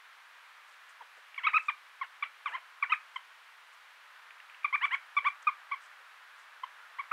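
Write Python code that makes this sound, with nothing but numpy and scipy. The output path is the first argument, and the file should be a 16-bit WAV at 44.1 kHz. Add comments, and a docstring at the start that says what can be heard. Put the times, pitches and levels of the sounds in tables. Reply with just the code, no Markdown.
"""Two badger cubs yelp as they tussle on a woodland floor at night, near a trail camera.
Each short, high yelp comes from vibrating folds in the throat: it slides to a crest and sinks away,
and a second, slower flutter can make it raspy. Fur and claws scrape the earth, twigs snap,
paws pat, and leaves and breath hiss briefly. The tree trunks scatter all this back as weak echoes.
Behind it, the camera adds a steady hiss and a faint, flickering whine."""
import sys
import numpy as np
from scipy import signal
from scipy.fft import rfft, irfft
from scipy.io import wavfile

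SR = 44100
rng = np.random.default_rng(int(sys.argv[2]) if len(sys.argv) > 2 else 0)


def transcribe(signal):
    """Save signal, clipped to [-1, 1], as a 16-bit WAV file at the path in sys.argv[1]."""
    frames = np.atleast_2d(signal).T
    limited = np.clip(frames, -1, 1)
    pcm = np.round(limited * 32767).astype(np.int16)
    wavfile.write(sys.argv[1], SR, pcm)


N = 313992

REST_HZ = 657.4  # the pitch sinks towards this as the folds relax
SWELL_DB_PER_OCTAVE = 23.5  # one push drives pitch and loudness together
ACCENT_DB, ACCENT_S = 4.5, 0.0058  # the push peaks briefly at the crest
BRIGHT_DB, BRIGHT_SHARE = 2.5, 0.4  # upper overtones: lift at the crest, dB lost per dB the voice drops
SLACK_HZ, SLACK_SPAN_HZ, SLACK_ROUGH = 960, 200, 0.43  # below this pitch the folds go slack and rough
FLUTTER_HZ = 313.2  # the second, slower vibration in the voice box
WAVER_SHARE, WAVER_HZ = 0.061, 55  # pitch wobble at full roughness: how much, how fast
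SHIMMER_DB, SHIMMER_HZ = 13, 110  # flicker of each harmonic at full roughness: how much, how fast
ATTACK_S, SLACK_ATTACK_S, RELEASE_S = 0.0042, 0.0062, 0.0088  # fade in, extra when slack, fade out

# How the throat and mouth boost or weaken each frequency. Columns: frequency_hz, gain_db
THROAT = [(400, -40.5), (600, -24.5), (800, -19), (1000, -2), (1200, 3.5), (1550, 6), (2000, 1.5),
          (2400, 6), (2700, 0), (3100, -2.5), (3500, -16), (3900, -13), (4200, -25), (8200, -47)]
# One yelp a row. Columns: start_s, rise_s, fall_s, sink_s (how slowly the pitch drops),
# bend (1 is a straight slide, more flattens early), start_hz, crest_hz, crest_db,
# press_db (boosts harmonic 2, and 4 and 5 half as much), twang_db (boosts harmonic 3), roughness (0-1)
YELPS = [(1.005, 0.0023, 0.028, 0.018, 0.91, 847, 975, -41, -24, -27, 0.09),
         (1.377, 0.0026, 0.065, 0.02, 1.2, 1190, 1126, -31.5, 7.5, 6.5, 0.05),
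         (1.429, 0.023, 0.021, 0.027, 1.83, 719, 1128, -28, 4.5, 7, 0.13),
         (1.462, 0.0097, 0.04, 0.02, 2.32, 724, 1281, -19.5, 3, 4, 0.1),
         (1.526, 0.021, 0.023, 0.087, 1.6, 637, 1255, -22, 3.5, -7.5, 0.1),
         (1.557, 0.013, 0.025, 0.015, 1.3, 1217, 1318, -19.5, 6, -2, 0.01),
         (1.682, 0.008, 0.025, 0.015, 1, 1187, 1202, -24.0, 0, 3, 0.1),
         (2.011, 0.0088, 0.038, 0.019, 1.2, 1120, 1083, -30.5, -3, -9, 0.08),
         (2.223, 0.0082, 0.044, 0.012, 1, 1190, 1164, -27, 2, 4, 0.17),
         (2.457, 0.0033, 0.086, 0.03, 1.2, 1370, 1187, -28, -2, 3, 0.21),
         (2.51, 0.043, 0.038, 0.017, 0.97, 706, 1080, -31.5, -2, -5, 0.13),
         (2.824, 0.0051, 0.034, 0.016, 2.5, 1235, 1171, -22.5, 4, -6.5, 0.1),
         (2.894, 0.024, 0.0025, 0.006, 1, 923, 1050, -30.5, 0, 4.5, 0.14),
         (2.918, 0.0091, 0.027, 0.016, 3.4, 1000, 1262, -19.5, 6.5, 1.5, 0.15),
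         (3.158, 0.0064, 0.012, 0.017, 0.87, 1124, 1042, -32.5, -2.5, 1.5, 0.09),
         (4.643, 0.0061, 0.014, 0.015, 1, 1097, 1196, -21.5, 2, -4, 0.06),
         (4.725, 0.027, 0.018, 0.0085, 0.93, 1005, 1206, -21.5, 3.5, -4.5, 0.09),
         (4.805, 0.047, 0.029, 0.0061, 1.5, 714, 1177, -22, 5.5, 4.5, 0.13),
         (4.901, 0.045, 0.021, 0.0088, 2.07, 698, 1091, -25.5, 6, 3.0, 0.18),
         (5.165, 0.012, 0.019, 0.026, 0.8, 1143, 1178, -20.5, 1.5, 1, 0.07),
         (5.237, 0.036, 0.02, 0.028, 2, 580, 1176, -21.5, -1.0, -0.5, 0.11),
         (5.468, 0.0091, 0.024, 0.03, 3.1, 1100, 1226, -20, -5.5, -10.5, 0.05),
         (5.712, 0.0098, 0.03, 0.044, 0.61, 975, 1152, -28.5, -2.5, -7, 0.05),
         (6.632, 0.0063, 0.012, 0.014, 1.3, 913, 1052, -31, -15, -9.5, 0.04),
         (6.981, 0.016, 0.022, 0.027, 1, 848, 1141, -31.5, -2, -8, 0.02),
         (7.106, 0.014, 0.0066, 0.015, 0.99, 582.4, 1400, -22, -5.5, -16, 0.2)]


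def yelp(start_s, rise_s, fall_s, sink_s, bend, start_hz, crest_hz, crest_db, press_db, twang_db,
         roughness, slope_db=12, top_db=-3):
    """Vibrating folds make a high voice, the throat shapes it, and a slower flutter makes it rasp."""
    t = np.arange(0, rise_s + fall_s, 1 / SR)
    # the pitch slides to its crest, then sinks towards rest, and the loudness goes with it
    swoop_hz = crest_hz + (start_hz - crest_hz) * np.clip(1 - t / rise_s, 0, 1) ** bend
    sinking_hz = REST_HZ + (crest_hz - REST_HZ) * np.exp(-((t - rise_s) / sink_s) ** 2)
    pitch_hz = np.where(t < rise_s, swoop_hz, sinking_hz)
    accent_db = ACCENT_DB * (np.exp(-abs(t - rise_s) / ACCENT_S) - 1)
    level_db = crest_db + SWELL_DB_PER_OCTAVE * np.log2(pitch_hz / crest_hz) + accent_db
    # the folds turn unsteady as they go slack at low pitch
    slack = np.clip((SLACK_HZ - pitch_hz) / SLACK_SPAN_HZ, 0, 1)
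    unsteady = roughness + SLACK_ROUGH * slack
    waver = WAVER_SHARE * roughness * band(len(t), 0, width_hz=WAVER_HZ)
    jitter = 0.06 * unsteady * band(len(t), 0, width_hz=400)
    pitch_hz = pitch_hz * (1 + waver) * (1 + jitter)
    flutter_hz = FLUTTER_HZ * (1 + 0.12 * band(len(t), 0, width_hz=120))
    # harmonics are whole multiples of the pitch; the flutter adds two tones on either side of each
    harmonic = np.arange(1, 6)[:, None, None]
    side = np.arange(-2, 3)[:, None]
    tone_hz = harmonic * pitch_hz + side * flutter_hz
    folds_db = -slope_db * np.log10(harmonic) + press_db * (harmonic == 2) + twang_db * (harmonic == 3)
    folds_db += (top_db + press_db / 2) * (harmonic > 3)
    bright_db = (harmonic > 2) * (BRIGHT_DB + BRIGHT_SHARE * (level_db - crest_db))
    strength = amp(folds_db + bright_db + look_up(THROAT, abs(tone_hz)))
    strength *= (roughness / harmonic) ** abs(side)  # a rougher voice has louder side tones
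    shimmer = np.array([[band(len(t), 0, width_hz=SHIMMER_HZ)] for _ in harmonic])
    strength *= amp(SHIMMER_DB * unsteady * shimmer)
    strength /= np.sqrt((strength ** 2).sum((0, 1)) / 2)  # keep the total power steady
    phase = 2 * np.pi * np.cumsum(tone_hz, axis=-1) / SR
    voice = -(strength * np.cos(phase)).sum((0, 1))
    voice += 0.55 * unsteady * noise(len(t), THROAT)
    # tight folds start at once, slack ones swell in
    attack_s = ATTACK_S + SLACK_ATTACK_S * slack[0]
    fade = np.clip(t / attack_s, 0, 1) * np.clip((t[-1] - t) / RELEASE_S, 0, 1)
    return start_s, amp(level_db) * np.sin(np.pi / 2 * fade) ** 2 * voice


# How loud the scraping is as the tussle goes on. Columns: time_s, level_db
SCUFFLE = [(0, -70), (.9, -64), (1.3, -70), (1.9, -68.5), (2.999, -62.5), (3.7, -80), (4.2, -61),
           (4.599, -61), (5.6, -57), (6.1, -61.5), (6.6, -59), (7.1, -58.5)]


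def scuffle(grain_db=-0.5):
    """Fur and claws scrape softly on bare earth as the two cubs roll about."""
    scrape = band(N, centre_hz=1450, width_hz=428)
    grit = unit(scrape * amp(grain_db * band(N, 0, width_hz=110)))
    time_s, level_db = np.transpose(SCUFFLE)
    return grit * amp(np.interp(np.arange(N) / SR, time_s, level_db))


# Twigs and dry stems underfoot. Columns: start_s, level_db (before trim_db is added), centre_hz
TWIG_SNAPS = [(1.3432, -37.5, 2530), (1.362, -39, 2200), (4.3062, -35, 2060), (4.401, -41, 2300),
              (4.497, -40.5, 2300), (4.545, -43.5, 2720), (4.5945, -39, 2020), (4.632, -38, 2320)]


def twig_snap(start_s, level_db, centre_hz, rise_s=0.0017, trim_db=-8):
    """A twig snaps with a tiny, dry burst of noise."""
    age = np.arange(2000) / SR / rise_s  # 1 at the loudest moment
    burst = age * np.exp(1 - age) * band(len(age), centre_hz, width_hz=520)
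    return start_s, amp(level_db + trim_db) * burst


# Soft, low thuds: paw pats, and the low tail of the first yelp. Columns: peak_s, level_db
SOFT_THUDS = [(1.018, -65), (1.175, -66), (2.5, -64), (5.235, -66), (6.005, -70)]


def soft_thud(peak_s, level_db, rise_s=0.0098):
    """Low noise swells quickly and dies away: a paw on soft earth, or the tail of a yelp."""
    age = np.arange(4000) / SR / rise_s
    thud = age * np.exp(1 - age) * band(len(age), centre_hz=564, width_hz=165)
    return peak_s - rise_s, amp(level_db) * thud


# The crisp tone of the short hisses. Columns: frequency_hz, gain_db
CRISP_TONE = [(500, -21.5), (1500, -24), (3000, -5), (5000, 12.5), (8500, 14), (11000, -6.5),
              (16000, -24.5)]
# Short, high hisses: rustling leaves, and breath with the raspy yelps.
# Columns: start_s, length_s, level_db
SHORT_HISSES = [(0.666, 0.098, -75), (0.883, 0.038, -67), (1.155, 0.057, -77), (1.458, 0.31, -72.5),
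                (2.44, 0.13, -74), (2.895, 0.081, -71), (3.128, 0.068, -75), (3.716, .04, -74),
                (4.722, 0.077, -75.5), (4.824, 0.055, -68.5), (4.914, 0.056, -69), (5.15, 0.04, -70),
                (5.25, 0.056, -68), (5.418, 0.017, -64), (5.798, 0.083, -68.5), (6.346, 0.12, -74.5)]


def short_hiss(start_s, length_s, level_db, grain_db=4):
    """Sliding leaves or a puff of breath make high, grainy noise that fades in and out."""
    size = round(length_s * SR)
    grains = unit(noise(size, CRISP_TONE) * amp(grain_db * band(size, 0, width_hz=600)))
    return start_s, amp(level_db) * grains * signal.windows.tukey(size, 0.6)


# How long the echoes take to fade by 60 dB. Columns: frequency_hz, fade_s
ECHO_FADE = [(500, 0.1), (1200, 0.24), (2500, 0.2), (8000, 0.075)]


def woodland_echoes(sound, wet_db=-14.0, first_s=0.004, near_db=5, near_s=0.013, db_per_octave=3):
    """Trunks and an earth bank scatter back many weak echoes, strongest when near and high-pitched."""
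    size = SR // 2
    delay_s = np.arange(size) / SR
    signs = rng.choice([-1, 1], size)
    arrives = (rng.random(size) < 1500 / SR) & (delay_s > first_s)  # about 1500 echoes a second
    echoes = signs * arrives * amp(near_db * np.exp(-delay_s / near_s))
    # split the echoes by frequency so that each part fades at its own speed
    hz, t, parts = signal.stft(echoes, SR, nperseg=256)
    bright_db = db_per_octave * np.log2(np.clip(hz, 800, 4000) / 1600)
    fade_db = -60 * t / look_up(ECHO_FADE, hz)[:, None]
    _, tail = signal.istft(parts * amp(bright_db[:, None] + fade_db), SR, nperseg=256)
    return amp(wet_db) * signal.fftconvolve(sound, tail / np.linalg.norm(tail))[:N]


# The tone of the microphone's hiss. Columns: frequency_hz, gain_db
HISS_TONE = [(40, -55.5), (120, -43), (240, -37.5), (350, -26.5), (500, -17), (750, -9.5), (1050, -1),
             (1550, 0.5), (2400, -3.5), (3500, -9.5), (5000, -18), (7000, -23.5), (11800, -27.5),
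             (15500, -32)]
# Two close electronic tones. Columns: pitch_hz, level_db (the middle of the flicker)
WHINE = [(11209, -91.5), (11237, -91.5)]


def camera_noise(hiss_db=-56.5, flicker_db=5):
    """The microphone hisses steadily and the electronics add a thin, flickering whine."""
    t = np.arange(N) / SR
    hiss = amp(hiss_db) * noise(N, HISS_TONE)
    whine = sum(amp(db) * np.sqrt(2) * np.sin(2 * np.pi * hz * t) for hz, db in WHINE)
    flicker = amp(flicker_db * np.tanh(band(N, 0, width_hz=26)))
    return hiss + whine * flicker


def amp(db):
    """Turns decibels into a number to multiply a sound by."""
    return 10 ** (np.asarray(db) / 20)


def unit(sound):
    """Scales a sound to an average strength (rms) of 1."""
    return sound / np.sqrt(np.mean(sound ** 2) + 1e-20)


def look_up(table, hz):
    """Reads between a table's rows, with frequencies spaced by octaves."""
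    row_hz, values = np.transpose(table)
    return np.interp(np.log(hz + 1), np.log(row_hz), values)


def noise(size, tone):
    """Noise of strength 1, shaped by a table of frequencies and gains."""
    hz = np.fft.rfftfreq(size, 1 / SR)
    return unit(irfft(rfft(rng.standard_normal(size)) * amp(look_up(tone, hz)), size))


def band(size, centre_hz, width_hz):
    """Noise of strength 1 around one frequency; around zero it is a random wobble."""
    white = rng.standard_normal(size + 4096)
    hz = np.fft.rfftfreq(len(white), 1 / SR)
    bell_curve = np.exp(-0.5 * ((hz - centre_hz) / width_hz) ** 2)
    return unit(irfft(rfft(white) * bell_curve)[:size])


def add(mix, start_s, sound):
    """Mixes a sound in at its start time."""
    part = mix[round(start_s * SR):][:len(sound)]
    part += sound[:len(part)]


def scene():
    """The cubs yelp and scuffle, and the trees echo them."""
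    cubs = scuffle()
    sources = (yelp, YELPS), (twig_snap, TWIG_SNAPS), (soft_thud, SOFT_THUDS), (short_hiss, SHORT_HISSES)
    for source, table in sources:
        for row in table:
            add(cubs, *source(*row))
    return (cubs + woodland_echoes(cubs))[None]


def record(dry, low_hz=380, high_hz=15750):
    """The small microphone loses the bass; the camera adds its noise and cuts the highest treble."""
    bass_cut = signal.butter(3, low_hz, "highpass", fs=SR, output="sos")
    treble_cut = signal.firwin(511, high_hz, window=("kaiser", 9), fs=SR)
    heard = signal.sosfilt(bass_cut, dry) + camera_noise()
    return signal.oaconvolve(heard, treble_cut[None], "same")


dry = scene()
out = record(dry)
transcribe(out)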